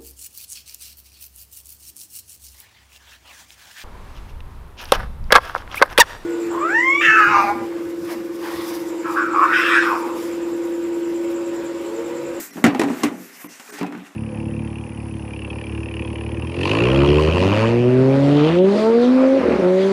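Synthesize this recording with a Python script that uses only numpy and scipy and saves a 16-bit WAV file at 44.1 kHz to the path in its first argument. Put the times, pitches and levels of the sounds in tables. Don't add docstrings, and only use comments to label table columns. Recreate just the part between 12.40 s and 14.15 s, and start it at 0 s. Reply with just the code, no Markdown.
import sys
import numpy as np
from scipy import signal
from scipy.io import wavfile

SR = 44100
rng = np.random.default_rng(int(sys.argv[2]) if len(sys.argv) > 2 else 0)


def natural_amplitude(level_db):
    exponent = np.asarray(level_db, float) / 20
    return 10 ** exponent


def persist_wave(psi):
    counts = np.round(np.clip(psi, -1, 1) * 32767).astype(np.int16)
    wavfile.write(sys.argv[1], SR, np.atleast_2d(counts).T)


N = 77175

# start_s, boom_db, boom_centre_hz, clatter_db, snap_db
KNOCKS = [(0.001, -33, 312, -61, -33.5), (0.158, -29, 231, -43, -50), (0.170, -31.5, 230, -30, -68),
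          (0.181, -28, 223, -30.5, -84), (0.223, -31, 228, -37, -72), (0.241, -5.5, 238.8, -7, -19),
          (0.264, -33, 282, -15.5, -28.5), (0.348, -23.5, 270, -23, -39.5),
          (0.395, -13.5, 330, -20.5, -23.5), (0.416, -14.5, 379.5, -17.5, -31.5),
          (0.435, -15.5, 279.8, -27, -33), (0.485, -57, 253, -24.5, -65), (0.502, -21.5, 235.7, -23.5, -89),
          (0.634, -40, 317.4, -19, -19), (0.637, -11.5, 291.5, -18, -32), (0.802, -37, 270, -62, -66),
          (1.044, -32, 293.6, -36.5, -62), (1.198, -48, 258, -36.5, -39.5), (1.412, -18, 183, -25, -45),
          (1.431, -33, 285, -24.5, -63), (1.465, -47, 292, -37, -45), (1.524, -40.5, 251, -30.5, -57),
          (1.55, -29.5, 240, -40, -55), (1.576, -28.5, 191.4, -60, -51)]
# mode_hz, level_db, t60_s
BOX_MODES = [(132.5, -4.5, 0.77), (184.2, 1, 0.55), (235.4, -2.5, 0.13), (247.7, -4, 0.28), (270, -3, 0.1),
             (288.46, 1, 0.11), (330, -0.5, 0.11), (393.7, -3.5, 0.17), (456, -15, 0.35),
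             (498.5, -15.5, 0.35), (652, 0.5, 0.033), (835, -6.5, 0.025), (824, -11.5, 0.15),
             (1120, -8, 0.05)]
# time_s, level_db
STIR = [(0, -50), (.12, -48), (.2, -38.5), (.33, -33.5), (.45, -25), (.6, -34), (.72, -31.5), (.8, -42),
        (.87, -51.5), (1.01, -61), (1.1, -50), (1.17, -74), (1.3, -53), (1.38, -44), (1.5, -38),
        (1.6, -52.5), (1.66, -57), (1.75, -55)]
# band_hz, level_db_per_hz
CLATTER_COLOUR = [(290, 11), (500, -7), (769, -3), (941, -4), (1650, -7), (2230, -4.5), (2970, -13),
                  (6740, -13.5), (15500, -28)]
# band_hz, t60_s
CLATTER_TAIL = [(500, 0.36), (1500, 0.26), (3500, 0.18), (8000, 0.12), (15000, 0.15)]
# time_s, level_db
RUB_PRESSURE = [(0, -35), (.065, -44), (.10, -51.5), (.17, -47), (.32, -56.5), (.46, -56.5), (.6, -41.5),
                (.7, -52), (.85, -48), (.95, -44), (1.02, -40.5), (1.06, -54), (1.12, -49), (1.27, -48),
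                (1.345, -41.5), (1.40, -49.5), (1.47, -60.5), (1.75, -60)]
# band_hz, level_db_per_hz
RUB_COLOUR = [(240, -27), (400, -14), (543, -54), (847, -15), (2030, 7.5), (3680, -11.5), (6190, -16),
              (12300, -13), (15500, 9)]
# centre_hz, width_hz, level_db
FOAM_MODES = [(2000, 810, -3.5), (6690, 5200, 0.5), (7800, 1800, -19.5), (12200, 500, -26)]
# centre_s, width_s, change_db
BRUSHES = [
    (.49, 0.076, 4.5),
    (1.39, 0.0053, 6.5),
    (1.668, 0.017, 10),
]
# time_s, level_db
DRAG = [(0, -56), (.12, -40.5), (.19, -39.5), (.23, -43), (.37, -30), (.45, -32.5), (.55, -31), (.62, -28),
        (.77, -49), (.86, -67), (1.01, -59), (1.17, -57), (1.29, -35.5), (1.365, -35), (1.395, -26.5),
        (1.5, -40), (1.62, -35), (1.75, -44)]
# band_hz, level_db_per_hz
DRAG_COLOUR = [(400, -12.5), (900, 1), (2000, -0.5), (3200, -8.5), (6000, -24)]
# centre_s, width_s, pitch_hz, level_db
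SWISHES = [(0.033, 0.036, 7600, -36.5), (0.035, 0.027, 13300, -34.5), (0.84, 0.045, 12000, -46),
           (0.95, 0.021, 5200, -48.5), (1.04, 0.033, 12000, -41.5), (1.125, 0.028, 5900, -44.5),
           (1.14, 0.055, 2700, -48), (1.40, 0.023, 4800, -43.5), (1.3, .025, 14900, -52),
           (0.83, 0.046, 15000, -57), (.53, .03, 7700, -51), (0.99, .03, 6500, -55)]
# centre_s, width_s, change_db
LULLS = [
    (.121, .006, -18),
    (1.081, .006, -21),
    (1.316, .005, -17),
]
# centre_s, pitch_hz, level_db
SQUEAKS = [(.121, 2000, -49), (.121, 4160, -56), (.121, 5640, -48), (.121, 11000, -55), (1.081, 2000, -46),
           (1.081, 6000, -57), (1.081, 8320, -62), (1.316, 1520, -51), (1.316, 6070, -55),
           (1.314, 8560, -48), (1.662, 2700, -46.5), (1.048, 1100, -51)]
# start_s, level_db, pitch_hz, t60_s
TAPS = [(.241, -12, 758, 0.11), (.243, -8, 1853, 0.034), (.244, -19, 4500, 0.033), (.246, -26, 1430, .1),
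        (.266, -16, 696, 0.064), (.267, -22, 2270, 0.038), (.273, -3, 287.5, 0.14),
        (.305, -32, 1210, 0.032), (.348, -13, 820, 0.036), (.356, -11, 257, 0.17), (.374, -28, 820, .03),
        (.396, -13.5, 820, .05), (.397, -13.5, 1880, 0.031), (.416, -14.5, 962, 0.062),
        (.417, -19.5, 502, 0.088), (.437, -18, 798, 0.053), (.447, -11.5, 284, 0.18), (.484, -24, 604, .04),
        (.491, -27, 2000, 0.034), (.53, -27, 842, 0.034), (.532, -24, 270, .1), (.635, -16, 1120, 0.066),
        (.638, -13.5, 2050, 0.028), (.65, -30, 1647, 0.086), (.646, -11.5, 278.3, 0.13),
        (.692, -27, 257, 0.13), (1.044, -29, 1056, 0.027), (1.196, -38, 1505, 0.069),
        (1.277, -36, 2470, .04), (1.289, -34.5, 422, 0.089), (1.325, -33.5, 413, 0.078),
        (1.34, -28.5, 1780, 0.023), (1.385, -34, 836, 0.071), (1.412, -36, 880, 0.017),
        (1.413, -25, 1180, 0.025), (1.417, -19.5, 291, 0.28), (1.428, -27, 972, 0.12),
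        (1.445, -23, 760, 0.063), (1.463, -31, 2525, 0.047), (1.493, -28, 292, 0.18),
        (1.524, -30, 899, 0.033), (1.525, -33, 2000, 0.018), (1.546, -28, 872, 0.034),
        (1.55, -29, 1500, 0.032), (1.553, -35, 270, 0.073), (1.533, -26.5, 266, 0.11),
        (.503, -16.5, 253, 0.036), (.274, 0, 125, 0.081), (.398, -9.5, 393, 0.041), (.432, -15, 406, 0.11),
        (1.62, -30, 287, .08), (1.68, -38.5, 288, .12), (1.699, -44, 298, 0.087)]


def rms_one(x):
    return x / np.sqrt(np.mean(x ** 2) + 1e-20)


def filtered(x, order, hz, kind):
    return signal.sosfilt(signal.butter(order, hz, kind, fs=SR, output="sos"), x)


def in_time(rows):
    return np.interp(np.arange(N) / SR, *np.transpose(rows))


def at_hz(points, hz):
    table_hz, value = np.transpose(points)
    return np.interp(np.log(hz), np.log(table_hz), value)


def drift(rate_hz):
    r = np.exp(-80 * np.pi * rate_hz / SR)
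    white = rng.standard_normal(N // 40 + 2002)
    slow = signal.lfilter([1], [1, -2 * r, r * r], white)[2000:]
    return np.interp(np.arange(N) / 40, np.arange(len(slow)), rms_one(slow))


def bell(centre_s, width_s, order=2):
    t = np.arange(N) / SR
    return np.exp(-.5 * ((t - centre_s) / width_s) ** order)


def bumps(rows, order=2):
    return natural_amplitude(sum(db * bell(s, width_s, order) for s, width_s, db in rows))


def ring(x, hz, t60_s):
    r, w = natural_amplitude(-60 / (t60_s * SR)), 2 * np.pi * hz / SR
    return signal.lfilter([0, np.sin(w)], [1, -2 * r * np.cos(w), r * r], x + 1e-18)


def bands(x):
    edges_hz = 350 * 2 ** np.arange(0, 5.6, .5)
    return [(np.sqrt(lo * hi), filtered(x[k % 2], 2, [lo, hi], "band"))
            for k, (lo, hi) in enumerate(zip(edges_hz, edges_hz[1:]))]


def grains(per_s, spread_db):
    size = natural_amplitude(spread_db * np.minimum(rng.exponential(1, (2, N)), 5))
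    signed = size * rng.choice([-1, 1], (2, N))
    return rms_one(signed * (rng.random((2, N)) < per_s / SR))


def clicks(db):
    out = np.zeros(N)
    out[(np.array(KNOCKS)[:, 0] * SR).astype(int)] = natural_amplitude(db)
    return out


def dying(db, t60_s):
    power = clicks(db) ** 2 + 1e-18
    return np.sqrt(signal.lfilter([1], [1, -natural_amplitude(-120 / (t60_s * SR))], power))


def boom():
    boom_db, mode_spread_db, centre_gain_db, centre_oct = 3, 4.5, 10, .25
    max_t60_s, push_hz, drag_per_s = .22, 890, 550
    rows = np.array(KNOCKS)
    chance = rng.standard_normal((len(KNOCKS), len(BOX_MODES)))
    stir = natural_amplitude(in_time(STIR) - 21.0 + 2.2 * drift(16.0)) * filtered(grains(drag_per_s, 3.1), 2, 230, "high")
    out = 0
    for k, (hz, db, t60_s) in enumerate(BOX_MODES):
        near_db = centre_gain_db * np.exp(-.5 * (np.log2(hz / rows[:, 2]) / centre_oct) ** 2)
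        hit = clicks(rows[:, 1] + boom_db - 10.5 + near_db + mode_spread_db * chance[:, k])
        out = out + ring(hit + stir[k % 2], hz, min(t60_s, max_t60_s)) * natural_amplitude(db - 5.5)
    return filtered(out, 1, push_hz, "low")


def strike(out, start_s, level_db, hz, t60_s, rise_s):
    t = np.arange(SR // 4) / SR
    i = int(start_s * SR)
    envelope = natural_amplitude(level_db - 60 * t / t60_s) * (1 - np.exp(-t / rise_s))
    out[i:i + len(t)] += envelope * np.sin(2 * np.pi * hz * t)


def walls():
    wall_db, t60_s, rise_s = 0.5, 0.19, 0.0016
    out = np.zeros(N + SR)
    for start_s, boom_db, hz, *_ in KNOCKS:
        strike(out, start_s, boom_db + wall_db, hz, t60_s, rise_s)
    return out[:N]


def clatter():
    clatter_db, split_hz = -6, 3200
    snap_db, snap_t60_s = 3, 0.031
    tick_db, tick_t60_s = -2, 0.0035
    rows, out = np.array(KNOCKS), 0
    mid_ref_db = at_hz(CLATTER_COLOUR, 1500) - 9
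    top_ref_db = at_hz(CLATTER_COLOUR, 8000) - 3
    for hz, noise in bands(rng.standard_normal((2, N))):
        share = 1 / (1 + (split_hz / hz) ** 4)
        knock_db = (1 - share) * (rows[:, 3] - mid_ref_db) + share * (rows[:, 4] - top_ref_db)
        db = at_hz(CLATTER_COLOUR, hz) + knock_db + clatter_db
        tail = dying(db, at_hz(CLATTER_TAIL, hz)) * natural_amplitude(2.05 * drift(57))
        snap = dying(db + snap_db, snap_t60_s)
        tick = dying(db + tick_db, tick_t60_s)
        out = out + noise * (tail + snap + tick)
    return out


def thud():
    thud_db, rise_s, top_hz = -15, 0.024, 137
    r = np.exp(-1 / (rise_s * SR))
    hits = clicks(np.array(KNOCKS)[:, 1] + thud_db)
    swell = signal.lfilter([np.e * (1 - r)], [1, -2 * r, r * r], hits)
    return swell * rms_one(filtered(rng.standard_normal(N), 2, top_hz, "low"))


def rub():
    grains_per_s, bright_per_db = 6500, 0.11
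    flicker_db, patch_db, patch_hz = 1.3, 2.5, 5
    together, press_db = drift(17), in_time(RUB_PRESSURE)
    tilt_db_per_oct = bright_per_db * (press_db + 48)
    hiss = 0
    for hz, beads in bands(grains(grains_per_s, 1.0)):
        wander_db = flicker_db * together + patch_db * drift(patch_hz)
        db = at_hz(RUB_COLOUR, hz) + wander_db + tilt_db_per_oct * np.log2(hz / 5000)
        hiss = hiss + beads * natural_amplitude(db)
    white = rng.standard_normal(N)
    rings = sum(rms_one(ring(white, hz, 3.36 / width_hz)) * natural_amplitude(db + 2.55 * drift(4.2))
                for hz, width_hz, db in FOAM_MODES)
    return natural_amplitude(press_db) * (rms_one(hiss) + rings)


def scuff():
    dull = sum(x * natural_amplitude(at_hz(DRAG_COLOUR, hz) + 2.15 * drift(55)) for hz, x in bands(grains(2500, 0.48)))
    return natural_amplitude(in_time(DRAG) - 8) * rms_one(dull)


def swishes():
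    t60_cycles = 15
    return sum(natural_amplitude(db) * bell(s, width_s) * rms_one(ring(rng.standard_normal(N), hz, t60_cycles / hz))
               for s, width_s, hz, db in SWISHES)


def squeaks():
    width_s, t60_s = 0.013, 0.027
    return sum(natural_amplitude(db) * bell(s, width_s) * rms_one(ring(rng.standard_normal(N), hz, t60_s))
               for s, hz, db in SQUEAKS)


def taps():
    rise_cycles = 0.2
    out = np.zeros(N + SR)
    for start_s, db, hz, t60_s in TAPS:
        strike(out, start_s, db, hz, t60_s, rise_cycles / hz)
    return out[:N]


def room(x):
    room_db, t60_s, rise_s = -7, 0.25, 0.0061
    t = np.arange(SR // 2) / SR
    tail = rng.standard_normal(len(t)) * natural_amplitude(-60 * t / t60_s) * (1 - np.exp(-t / rise_s))
    return natural_amplitude(room_db) * signal.fftconvolve(x, tail / np.sqrt(np.sum(tail ** 2)))[:N]


def scene():
    air_db = -83
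    box = boom() + walls() + taps()
    hiss = rub() * bumps(BRUSHES) + scuff() + natural_amplitude(air_db) * rng.standard_normal(N)
    hiss = filtered(hiss, 2, 250, "high")
    dips = bumps(LULLS, order=4)
    mix = box + room(box) + squeaks() + thud() + dips * (clatter() + hiss + swishes())
    return mix[None]


def band_limit(x):
    return signal.sosfilt(signal.butter(12, 16510, fs=SR, output="sos"), x)


def record(dry):
    low_cut_hz, top_cut_hz = 177.5, 15400
    x = filtered(dry, 3, low_cut_hz, "high")
    x = 0.99 * np.tanh(x / 1.41)
    top_cut = signal.cheby2(14, 42, top_cut_hz, fs=SR, output="sos")
    return band_limit(signal.sosfilt(top_cut, x))


dry = scene()
out = record(dry)
persist_wave(out)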